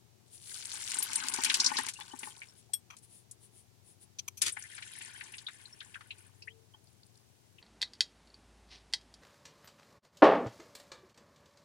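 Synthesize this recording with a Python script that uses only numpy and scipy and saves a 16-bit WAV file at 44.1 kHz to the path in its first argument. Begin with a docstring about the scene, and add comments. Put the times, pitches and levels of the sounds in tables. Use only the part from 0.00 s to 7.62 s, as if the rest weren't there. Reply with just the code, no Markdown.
"""In a garage, heard from under a car, oil drains from a gearbox into a pan.
A thin stream fizzes, spatters and drums; a hex key clinks into the drain hole and unscrews a plastic tube.
The tube comes out with a gush, and a thicker stream gurgles and then runs smooth, over a low hum.
The liquid is built from showers of short noise bursts and gliding tones, the pan and key from dying modes,
the tube from gritty noise through resonances, the hand and air from coloured noise, the hum from wavering sines."""
import sys
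import numpy as np
from scipy import signal
from scipy.fft import rfft, irfft, next_fast_len
from scipy.io import wavfile

SR = 44100
rng = np.random.default_rng(int(sys.argv[2]) if len(sys.argv) > 2 else 0)


def transcribe(u):
    """Save the signal u as a 16-bit wav file named by the first command-line argument.

    u: samples, shape (n,) or (channels, n), limited to [-1, 1]; the rate is SR.
    q: integer samples, one column per channel.
    """
    v = np.clip(np.atleast_2d(u).T, -1, 1)
    q = np.round(v * 32767).astype(np.int16)
    wavfile.write(sys.argv[1], SR, q)


N = 335851
T = np.arange(N) / SR
SHORT = T[:6000]  # time axis of one short sound

# All levels are relative: the layer trims and the output gain come on top.
# modes of the pan: (frequency [Hz], level [dB], t60 [s])
PAN_MODES = [(256, -7, 0.08), (293, -10, 0.032), (368, -10, 0.054), (829, -5, 0.078), (877, 0.5, 0.051),
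             (1036, -1, 0.04), (1156, -10, 0.069), (1490, -15.5, 0.13), (1810, -17, 0.14)]
# colour of splashing oil: (frequency [Hz], level [dB])
SPLASH_COLOUR = [(200, -28), (600, -1), (1100, -3.5), (1600, 2), (6000, 2.5), (10400, 6.5), (12000, -9),
                 (16000, -23)]
# the spatter comes in clumps: depth [dB] and random steps per second
CLUMP_DB, CLUMPS_PER_S = 2.8, 32


def amp(db):
    """Turns decibels into a linear gain."""
    return 10 ** (np.asarray(db) / 20)


def unit(x):
    """Scales to rms 1."""
    return x / np.sqrt(np.mean(x ** 2) + 1e-30)


def add(mix, s, sound):
    """Mixes a stereo sound in at time s."""
    part = mix[:, max(round(s * SR), 0):][:, :sound.shape[1]]
    part += sound[:, :part.shape[1]]


def level(rows):
    """Gain along a dB curve, fading out over 50 ms beyond its ends."""
    s, db = np.transpose(rows)
    beyond = np.maximum(np.maximum(s[0] - T, T - s[-1]), 0)
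    return amp(np.interp(T, s, db)) * np.maximum(1 - beyond / .05, 0)


def swells(rows):
    """Gain of smooth swells, each given by its middle, level and length."""
    return sum(amp(db) * np.exp(-(2 * (T - s) / length) ** 2) for s, db, length in rows)


def drift(per_s):
    """A slow random curve of straight lines between normal random knots."""
    knots = rng.standard_normal(2000)
    return np.interp(T * per_s, np.arange(len(knots)), knots)


def decay(t60, rise):
    """A quick rise and an exponential fall."""
    return (1 - np.exp(-(SHORT / rise) ** 2)) * amp(-60 * SHORT / max(t60, .003))


def hump(hz, centre_hz, spread):
    """Gain of a broad resonance, spread in octaves."""
    octaves = np.log2((hz + 1) / centre_hz)
    return (1 + (octaves / spread) ** 2 / np.sqrt(2)) ** -np.sqrt(2)


def colour(x, points, centre_hz=None, spread=1):
    """Filters by a spectrum and, if given, a broad resonance."""
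    size = next_fast_len(x.shape[-1])
    hz = np.fft.rfftfreq(size, 1 / SR)
    point_hz, db = np.transpose(points)
    gain = amp(np.interp(np.log(hz + 1), np.log(point_hz), db))
    if centre_hz:
        gain = gain * hump(hz, centre_hz, spread)
    return irfft(rfft(x, size) * gain, size)[..., :x.shape[-1]]


def noise(points):
    """Steady coloured noise, unrelated in the two ports."""
    return unit(colour(rng.standard_normal((2, N)), points))


def ring(modes, rise):
    """Dying modes, each reaching the two ports at its own phase."""
    out = 0
    for hz, db, t60 in modes:
        cycles = hz * SHORT + rng.random((2, 1))
        out = out + amp(db) * decay(t60, rise) * np.sin(2 * np.pi * cycles)
    return out


def shower(grains, per_s, size_db):
    """Each grain falls at random moments with random sizes; rms 1."""
    out = np.zeros((2, N))
    count = max(int(per_s * N / SR / len(grains)), 1)  # the grains share the rate
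    for grain in grains:
        draws = rng.random((count, 2))
        clicks = np.zeros(N)
        # a positive size_db makes a few grains stand out, a negative one makes a few fall back
        clicks[(draws[:, 0] * N).astype(int)] = amp(-size_db * np.log(0.0043 + draws[:, 1]))
        out += signal.oaconvolve(clicks[None], grain, axes=1)[:, :N]
    return unit(out)


def tick(hz, spread):
    """A needle-sharp snap of an air pocket, followed by scattered reflections; peak 1."""
    # colour of the snaps: (frequency [Hz], level [dB])
    tick_colour = [(600, -21.5), (1550, 2.5), (2500, 3.5), (4400, 4), (9200, 11.5), (11000, -2.5),
                   (12500, -23), (16000, -28)]
    snap = amp(-60 * SHORT / .0025)
    reflections = .35 * decay(.016, rise=.0006) + .06 * decay(.05, rise=.003)
    burst = rng.standard_normal((2, len(SHORT))) * (snap + reflections)
    burst = colour(burst, tick_colour, hz, spread)
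    return burst / abs(burst).max(axis=1, keepdims=True)


def splat(hz, spread, t60):
    """A sharp slap, smeared by close reflections between pan, floor and underbody."""
    slap = 1.5 * decay(.014, rise=.0013)
    burst = rng.standard_normal((2, len(SHORT))) * (slap + decay(t60, rise=0.0029))
    burst = colour(burst, SPLASH_COLOUR, hz, spread)
    return burst / np.sqrt(np.mean(burst[:, :SR // 150] ** 2))  # rms 1 at the onset


def bubble(hz, rise, t60):
    """A ringing pocket of air whose pitch climbs; close reflections break up the glide."""
    octaves = np.minimum(rise * SHORT, 1)  # the bubble is gone after climbing an octave
    phase = 2 * np.pi * np.cumsum(hz * 2 ** octaves) / SR
    tone = (1 - octaves ** 10) * decay(t60, rise=.002) * np.sin(phase)
    echoes = rng.standard_normal((2, len(SHORT))) * decay(.04, rise=.002)
    echoes = echoes / np.linalg.norm(echoes[0])
    echoed = signal.fftconvolve(tone[None], echoes, axes=1)[:, :len(SHORT)]
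    return .45 * tone + .8 * echoed


def background():
    """Room air as coloured noise, two motors humming in the building and a faint passing tone."""
    # colour of the room air: (frequency [Hz], level [dB])
    air_colour = [(30, -28.5), (86, -5), (161, -6.5), (303, -15), (364, -10.5), (554, -22), (780, -19.5),
                  (1810, -42), (9700, -40.5), (16000, -50.5)]
    # swells of the lower hum: (middle [s], level [dB], length [s])
    hum_swells = [(4.38, -73, 0.65), (6.35, -69.5, 0.6)]
    passing_tone = [(6.55, -69, .2)]  # (middle [s], level [dB], length [s])
    tones = [(96.5, amp(-76) + swells(hum_swells)),  # (frequency [Hz], gain)
             (116, amp(-72.5)),
             (447, swells(passing_tone))]
    hum = 0
    for hz, gain in tones:
        wavering_hz = hz + 0.94 * drift(per_s=2.6)
        hum = hum + gain * np.sin(2 * np.pi * np.cumsum(wavering_hz) / SR)
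    return amp(5.0) * hum + amp(-68) * noise(air_colour)


def rubbing():
    """The gloved hand rubs as it works the key: soft swells of coloured noise."""
    # strokes of the glove: (middle [s], level [dB], length [s])
    rubs = [(0.348, -52.5, 0.055), (.52, -49, 0.17), (2.26, -49, 0.097), (2.588, -59.5, 0.049),
            (3.041, -57.5, 0.03), (3.15, -58.5, 0.12), (3.444, -60, 0.064), (3.58, -60.5, 0.09),
            (3.895, -61, 0.084), (4.029, -57, 0.04)]
    # colour of the rubbing: (frequency [Hz], level [dB])
    rub_colour = [(1500, -19.5), (3300, -11), (6000, -13), (8300, -4), (9800, 5), (10700, -3.5),
                  (11800, -17), (16000, -24)]
    return swells(rubs) * noise(rub_colour)


def tube():
    """Each knock in the seat is a short gritty rasp through the damped resonances of the plastic."""
    # catches and knocks: (time [s], level [dB], rasp length [s], t60 [s], favoured [Hz], spread [octaves])
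    knocks = [(2.902, -46, 0.0066, 0.052, 1900, 1.26), (2.922, -56, 0.02, 0.051, 1300, 1.2),
              (4.186, -35, .011, 0.026, 4700, 0.58), (4.278, -36.5, 0.0067, 0.024, 5160, 1.7),
              (4.372, -44.5, 0.0054, 0.078, 7900, 1.13)]
    # broad resonances of the tube: (frequency [Hz], level [dB], spread [octaves])
    tube_modes = [(1090, 1.5, 0.43), (2425, 4, 0.11), (3210, 1.5, 0.063), (4250, -8, 0.17),
                  (6100, 5, 0.097), (9630, -5, 0.25), (13000, -1.5, 0.035)]
    grit_db, grains_per_s, swell_db = 3, 900, 7  # the rasp is gritty and grows, then dies away
    out, hz = np.zeros((2, N)), np.fft.rfftfreq(len(SHORT), 1 / SR)
    body = sum(amp(db) * hump(hz, mode_hz, spread) for mode_hz, db, spread in tube_modes)
    for s, db, length, t60, centre_hz, spread in knocks:
        swell = -swell_db * np.maximum(1 - SHORT / length, 0)
        fall = -60 * np.maximum(SHORT - length, 0) / t60
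        roughness = amp(grit_db * drift(grains_per_s)[:len(SHORT)])
        grit = rng.standard_normal((2, len(SHORT))) * roughness
        rasp = unit(irfft(rfft(grit) * body * hump(hz, centre_hz, spread)))
        add(out, s, amp(db + swell + fall) * rasp)
    return out


def key():
    """Each contact with the drain hole is a short scrape that rings the key modes it favours."""
    # contacts: (time [s], level [dB], favoured [Hz], spread [octaves], ring level [dB])
    clinks = [(2.733, -29, 6550, 2.6, 8), (2.966, -42, 6760, 1.15, -31), (2.984, -47.5, 8000, 0.92, -25),
              (3.311, -35.5, 8800, 0.54, -21)]
    # modes of the key: (frequency [Hz], level [dB], t60 [s])
    key_modes = [(3330, -4, 0.067), (5500, -9.5, 0.068), (8450, -3.5, 0.09), (8446, 15.5, 0.025),
                 (11900, -11.5, 0.091)]
    out = np.zeros((2, N))
    for s, db, centre_hz, spread, ring_db in clinks:
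        favoured = [(hz, mode_db + 20 * np.log10(hump(hz, centre_hz, spread)), t60)
                    for hz, mode_db, t60 in key_modes]
        body = ring(favoured, rise=.006)
        scrape = amp(-11) * splat(centre_hz, spread, t60=.06)
        add(out, s, amp(db) * (amp(ring_db) * body / abs(body).max() + scrape))
    return out


def hand_work():
    """The key clinks, the glove rubs as it turns, and the tube knocks on its way out."""
    return key() + rubbing() + tube()


def surge(s, db):
    """Gain of one surge of oil: a quick rise, a short hold and a steady fall."""
    rise_s, hold_s, fall_db_per_s = 0.014, 0.026, 607
    falling = np.maximum(T - s - hold_s, 0)
    return np.clip((T - s) / rise_s, 0, 1) * amp(db - fall_db_per_s * falling)


def release():
    """The tube lets go: a wet gush of dense noise bursts, then the soft crackling hiss of a smooth stream."""
    # surges as the tube comes free: (time [s], level [dB])
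    surges = [(4.411, -33.5), (4.452, -29.5)]
    # swells of the thick stream's hiss and crackle: (middle [s], level [dB], length [s])
    pours = [(6.88, -67, 0.07), (7.04, -67.5, 0.074), (7.18, -61, 0.076)]
    # colours of the gush and of the smooth stream: (frequency [Hz], level [dB])
    gush_colour = [(50, -16), (350, -3), (600, -14.5), (1200, -7), (2100, 5), (5000, 0.5), (9500, 4),
                   (12000, -13.5), (16000, -30.5)]
    pour_colour = [(1500, -30.5), (3200, -14.5), (4800, 2), (6500, -10), (9500, 0), (12000, -10)]
    bursts = [rng.standard_normal((2, len(SHORT))) * decay(0.014, rise=0.0013) for _ in range(4)]
    wet = shower(bursts, per_s=2101, size_db=-4.5)
    specks = [splat(hz, spread=0.32, t60=0.019) for hz in np.geomspace(3000, 9000, num=6)]
    crackle = shower(specks, per_s=244, size_db=6)
    gush = sum(surge(s, db) for s, db in surges) * unit(colour(wet, gush_colour))
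    return gush + swells(pours) * unit(colour(crackle, pour_colour))


def splashes():
    """The larger events: snapping air pockets, slaps of oil, rising bubbles and drops that ring the pan."""
    # loudest air pockets snapping on the oil: (time [s], level [dB])
    loud_ticks = [(0.551, -36), (.655, -25.5), (0.699, -32), (0.81, -46), (.823, -51), (.885, -25.5),
                  (.902, -36), (.918, -21), (0.97, -25), (1.026, -18), (1.133, -18.5), (1.158, -21),
                  (1.285, -18), (1.362, -25), (1.437, -14), (1.866, -22)]
    # loudest slaps of oil in the pan: (time [s], level [dB], centre [Hz], spread [octaves])
    loud_splats = [(.941, -24, 8000, 0.22), (0.986, -19, 8800, 0.19), (1.027, -21.5, 12500, 0.2),
                   (1.156, -17.5, 8970, 0.16), (1.337, -21, 6600, 0.65), (1.445, -16, 5750, 1.5),
                   (1.459, -23.5, 2630, 0.29), (1.498, -16.5, 2800, 0.58), (1.513, -41, 2700, 0.77),
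                   (1.541, -15, 4440, 1), (1.6, -13, 5240, 0.32), (1.643, -18, 5400, 0.38),
                   (1.661, -12, 5180, 0.35), (1.768, -20.5, 4400, 0.35), (1.784, -22.5, 2190, 2.3),
                   (1.885, -25, 4080, 2), (1.936, -35.5, 6260, 0.83), (2.007, -35, 2200, 0.88),
                   (2.189, -33, 8300, 0.56), (2.23, -32.5, 2160, 0.51), (2.417, -33, 2270, 0.26),
                   (4.417, -15, 7700, 1.34), (4.522, -29.5, 9200, 0.18), (4.567, -30.5, 1820, 0.33),
                   (4.779, -35, 1630, 0.67), (4.823, -34, 2590, 0.65), (5.011, -37, 2230, 0.42),
                   (5.208, -31.5, 1880, 0.46), (5.337, -36, 2450, 0.33), (5.381, -36, 3930, 0.71),
                   (5.466, -28, 3720, 0.12), (5.484, -35, 1500, 0.6), (5.655, -40.5, 4120, 0.083),
                   (5.804, -36, 3420, 0.33), (5.811, -39.5, 1670, 0.33), (5.942, -36.5, 2480, 0.43),
                   (5.955, -35, 1510, 0.28), (6.007, -40.5, 1310, 0.66), (6.106, -33, 2750, 0.24),
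                   (6.107, -41, 3980, 0.1), (6.421, -43, 4900, 0.17), (6.422, -45.5, 2630, .12),
                   (7.583, -48.5, 2620, 0.22)]
    # bubbles rising in pitch as they surface: (time [s], level [dB], pitch [Hz], rise [octaves/s])
    loud_bubbles = [(1.735, -27.5, 1876, 0.72), (1.785, -20, 1746, 13), (1.956, -37.5, 2680, 8),
                    (2.011, -35, 3430, 6.8), (2.111, -39.5, 2940, 7.9), (2.308, -45, 3130, 2.3),
                    (2.485, -41, 5370, 1.1), (2.693, -46, 731, 4), (4.644, -38.5, 1950, 8),
                    (5.144, -40, 1610, 4.6), (5.154, -43, 3095, 3), (5.725, -42, 5520, 2),
                    (6.474, -30, 1615, 75), (6.503, -46, 3010, 11.6), (6.737, -44.5, 3140, 3.2)]
    # heavy drops: (time [s], level [dB], extra level of the deep modes [dB])
    heavy_drops = [(1.714, -26.5, -11), (1.789, -32, -9), (1.987, -43, -6.5), (2.012, -45, -27),
                   (2.135, -41, 6), (2.231, -46.5, 7.5), (2.27, -38.5, -7), (4.57, -45.5, -6),
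                   (6.742, -55, -12)]
    out = np.zeros((2, N))
    for s, db in loud_ticks:
        add(out, s, amp(db) * tick(7500, spread=2.7))
    for s, db, hz, spread in loud_splats:
        add(out, s, amp(db - 9) * splat(hz, max(spread, .1), t60=0.074))
    for s, db, hz, rise in loud_bubbles:
        add(out, s, amp(db) * bubble(hz, rise, t60=0.042))
    for s, db, deep_db in heavy_drops:
        modes = [(hz, mode_db + deep_db * (hz < 500), t60) for hz, mode_db, t60 in PAN_MODES]
        add(out, s, amp(db) * ring(modes, rise=0.00085))
    return out


def flow_gains(flow, fizz_db):
    """Gains of the spatter, the fizz and the drumming, from the flow of one stream and its age."""
    full_flow_db = -40  # flow at which fizz_db holds
    fizz_follow, fizz_fade_db_per_s = 0.54, 4  # fizz follows the flow in part and thins out with age
    drum_db, drum_muted_db, drum_build_s = -4, -27.5, 0.59  # drumming starts muted and builds up
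    spatter, age = level(flow), np.maximum(T - flow[0][0], 0)
    fizz = amp(fizz_db - fizz_fade_db_per_s * age) * (spatter / amp(full_flow_db)) ** fizz_follow
    drumming = spatter * amp(drum_db + drum_muted_db * np.exp(-age / drum_build_s))
    return np.array([spatter, fizz, drumming])


def thick_stream(spray, pan, glugs):
    """A thick, soft stream: clumps of low round plops, bubbles and small splashes in a wash, with a little fizz."""
    # splash strength once the tube is out: (time [s], level [dB])
    thick_flow = [(4.45, -75), (4.66, -53), (5.05, -51.5), (5.45, -61), (5.85, -65), (6.28, -68.5),
                  (6.55, -86.5), (7.62, -81.5)]
    spatter, fizz, drumming = flow_gains(thick_flow, fizz_db=-40)
    plop_grains = [splat(hz, spread=.16, t60=.045) for hz in np.geomspace(1500, 3100, num=9)]
    plops = shower(plop_grains, per_s=190, size_db=1.9)
    bubble_grains = [bubble(hz, rise=rng.uniform(0, 8), t60=.03) for hz in np.geomspace(1500, 4400, num=8)]
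    bubbles = shower(bubble_grains, per_s=60, size_db=1.8)
    splash_grains = [splat(hz, spread=.2, t60=.05) for hz in np.geomspace(3300, 5800, num=5)]
    splashlets = shower(splash_grains, per_s=150, size_db=2.2)
    wash = unit(colour(noise(SPLASH_COLOUR), SPLASH_COLOUR, centre_hz=2500, spread=1))
    gurgle = plops + amp(-10) * bubbles + amp(-7) * splashlets + amp(-3) * wash
    clumps = amp(CLUMP_DB * drift(CLUMPS_PER_S))
    wet = clumps * (amp(-5) * spatter * gurgle + amp(-5) * fizz * spray)
    return wet + amp(4.5) * drumming * (.5 * pan + .5 * glugs)


def thin_stream(spray, pan, glugs):
    """A thin, fast stream: a dense patter of fine ticks and droplets, fizz, and low glugs once the pan drums."""
    # splash strength until the key blocks the stream: (time [s], level [dB])
    thin_flow = [(.3, -95.5), (.55, -53), (.85, -46), (1.6, -39.5), (1.88, -45), (1.92, -64.5), (2.27, -59),
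                 (2.5, -72), (2.86, -110.5)]
    spatter, fizz, drumming = flow_gains(thin_flow, fizz_db=-42.5)
    tick_grains = [tick(hz, spread=.5) for hz in np.geomspace(3500, 9000, num=8)]
    patter = shower(tick_grains, per_s=300, size_db=2.8)
    droplet_grains = [splat(hz, spread=.2, t60=.028) for hz in np.geomspace(1400, 6400, num=12)]
    droplets = shower(droplet_grains, per_s=430, size_db=2.4)
    wash = unit(colour(noise(SPLASH_COLOUR), SPLASH_COLOUR, centre_hz=1950, spread=1.0))
    gurgle = droplets * amp(CLUMP_DB * drift(CLUMPS_PER_S)) + amp(-8) * wash
    crackle = patter + .9 * spray
    wet = amp(-4) * spatter * gurgle + amp(1.5) * fizz * crackle
    return wet + drumming * (pan + amp(1.5) * glugs)


def stream():
    """Both streams throw up a fine spray, glug in the pooled oil and drum on the same pan."""
    # colour of the spray: (frequency [Hz], level [dB])
    fizz_colour = [(1000, -39.5), (3000, 1.5), (6300, -8.5), (8200, -6), (9700, -1), (10700, -9),
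                   (12000, -8), (16000, -28)]
    spray_grains = [splat(hz, spread=.26, t60=.035) for hz in np.geomspace(6500, 11000, num=7)]
    spray = unit(colour(shower(spray_grains, per_s=380, size_db=4), fizz_colour))
    pan_hits = []
    for _ in range(4):
        modes = [(hz * rng.uniform(1.0, 1.04), db, t60) for hz, db, t60 in PAN_MODES]
        pan_hits.append(ring(modes, rise=0.0025))
    pan = shower(pan_hits, per_s=180, size_db=4.5)
    glug_grains = [splat(hz, spread=.2, t60=.04) for hz in np.geomspace(1000, 2600, num=3)]
    glugs = shower(glug_grains, per_s=110, size_db=2)
    return thin_stream(spray, pan, glugs) + thick_stream(spray, pan, glugs)


def garage(x):
    """A weak, dull tail from the walls: decaying noise with its treble turned down."""
    t = T[:SR // 2]
    tail = rng.standard_normal((2, len(t))) * amp(-60 * t / 0.15) * (1 - np.exp(-t / 0.0051))
    tail = colour(tail, [(300, 6.5), (3000, -8.5), (12000, -4.5)])
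    return amp(-30.5) * signal.oaconvolve(x, tail / np.linalg.norm(tail[0]), axes=1)[:, :N]


def scene():
    """The oil and the hand work with their tail from the walls, over the background."""
    near = stream() + splashes() + release() + hand_work()
    return amp(3.5) * (near + garage(near) + background())


def record(dry):
    """The right microphone port hears little bass; both add their own hiss; then the band limit."""
    # sensitivity of the right port against the left: (frequency [Hz], level [dB])
    right_port = [(40, -3), (110, -28), (400, -29.5), (850, -22.5), (1400, -10.5), (2700, -5), (4000, -5.5),
                  (6000, -4.5), (9500, -9.5), (12000, -2)]
    hiss_colour = [(30, -15.5), (100, 1), (400, 1.0), (1500, -3.5), (6000, -1.5), (15000, -10.5)]
    ports = np.array([dry[0], colour(dry[1], right_port)])
    ports = ports + amp(-70.0) * noise(hiss_colour)
    low_pass = signal.firwin(301, 16300, window=("kaiser", 8), fs=SR)  # cutoff [Hz]
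    return signal.oaconvolve(ports, low_pass[None], "same")


dry = scene()
out = record(dry)
transcribe(out)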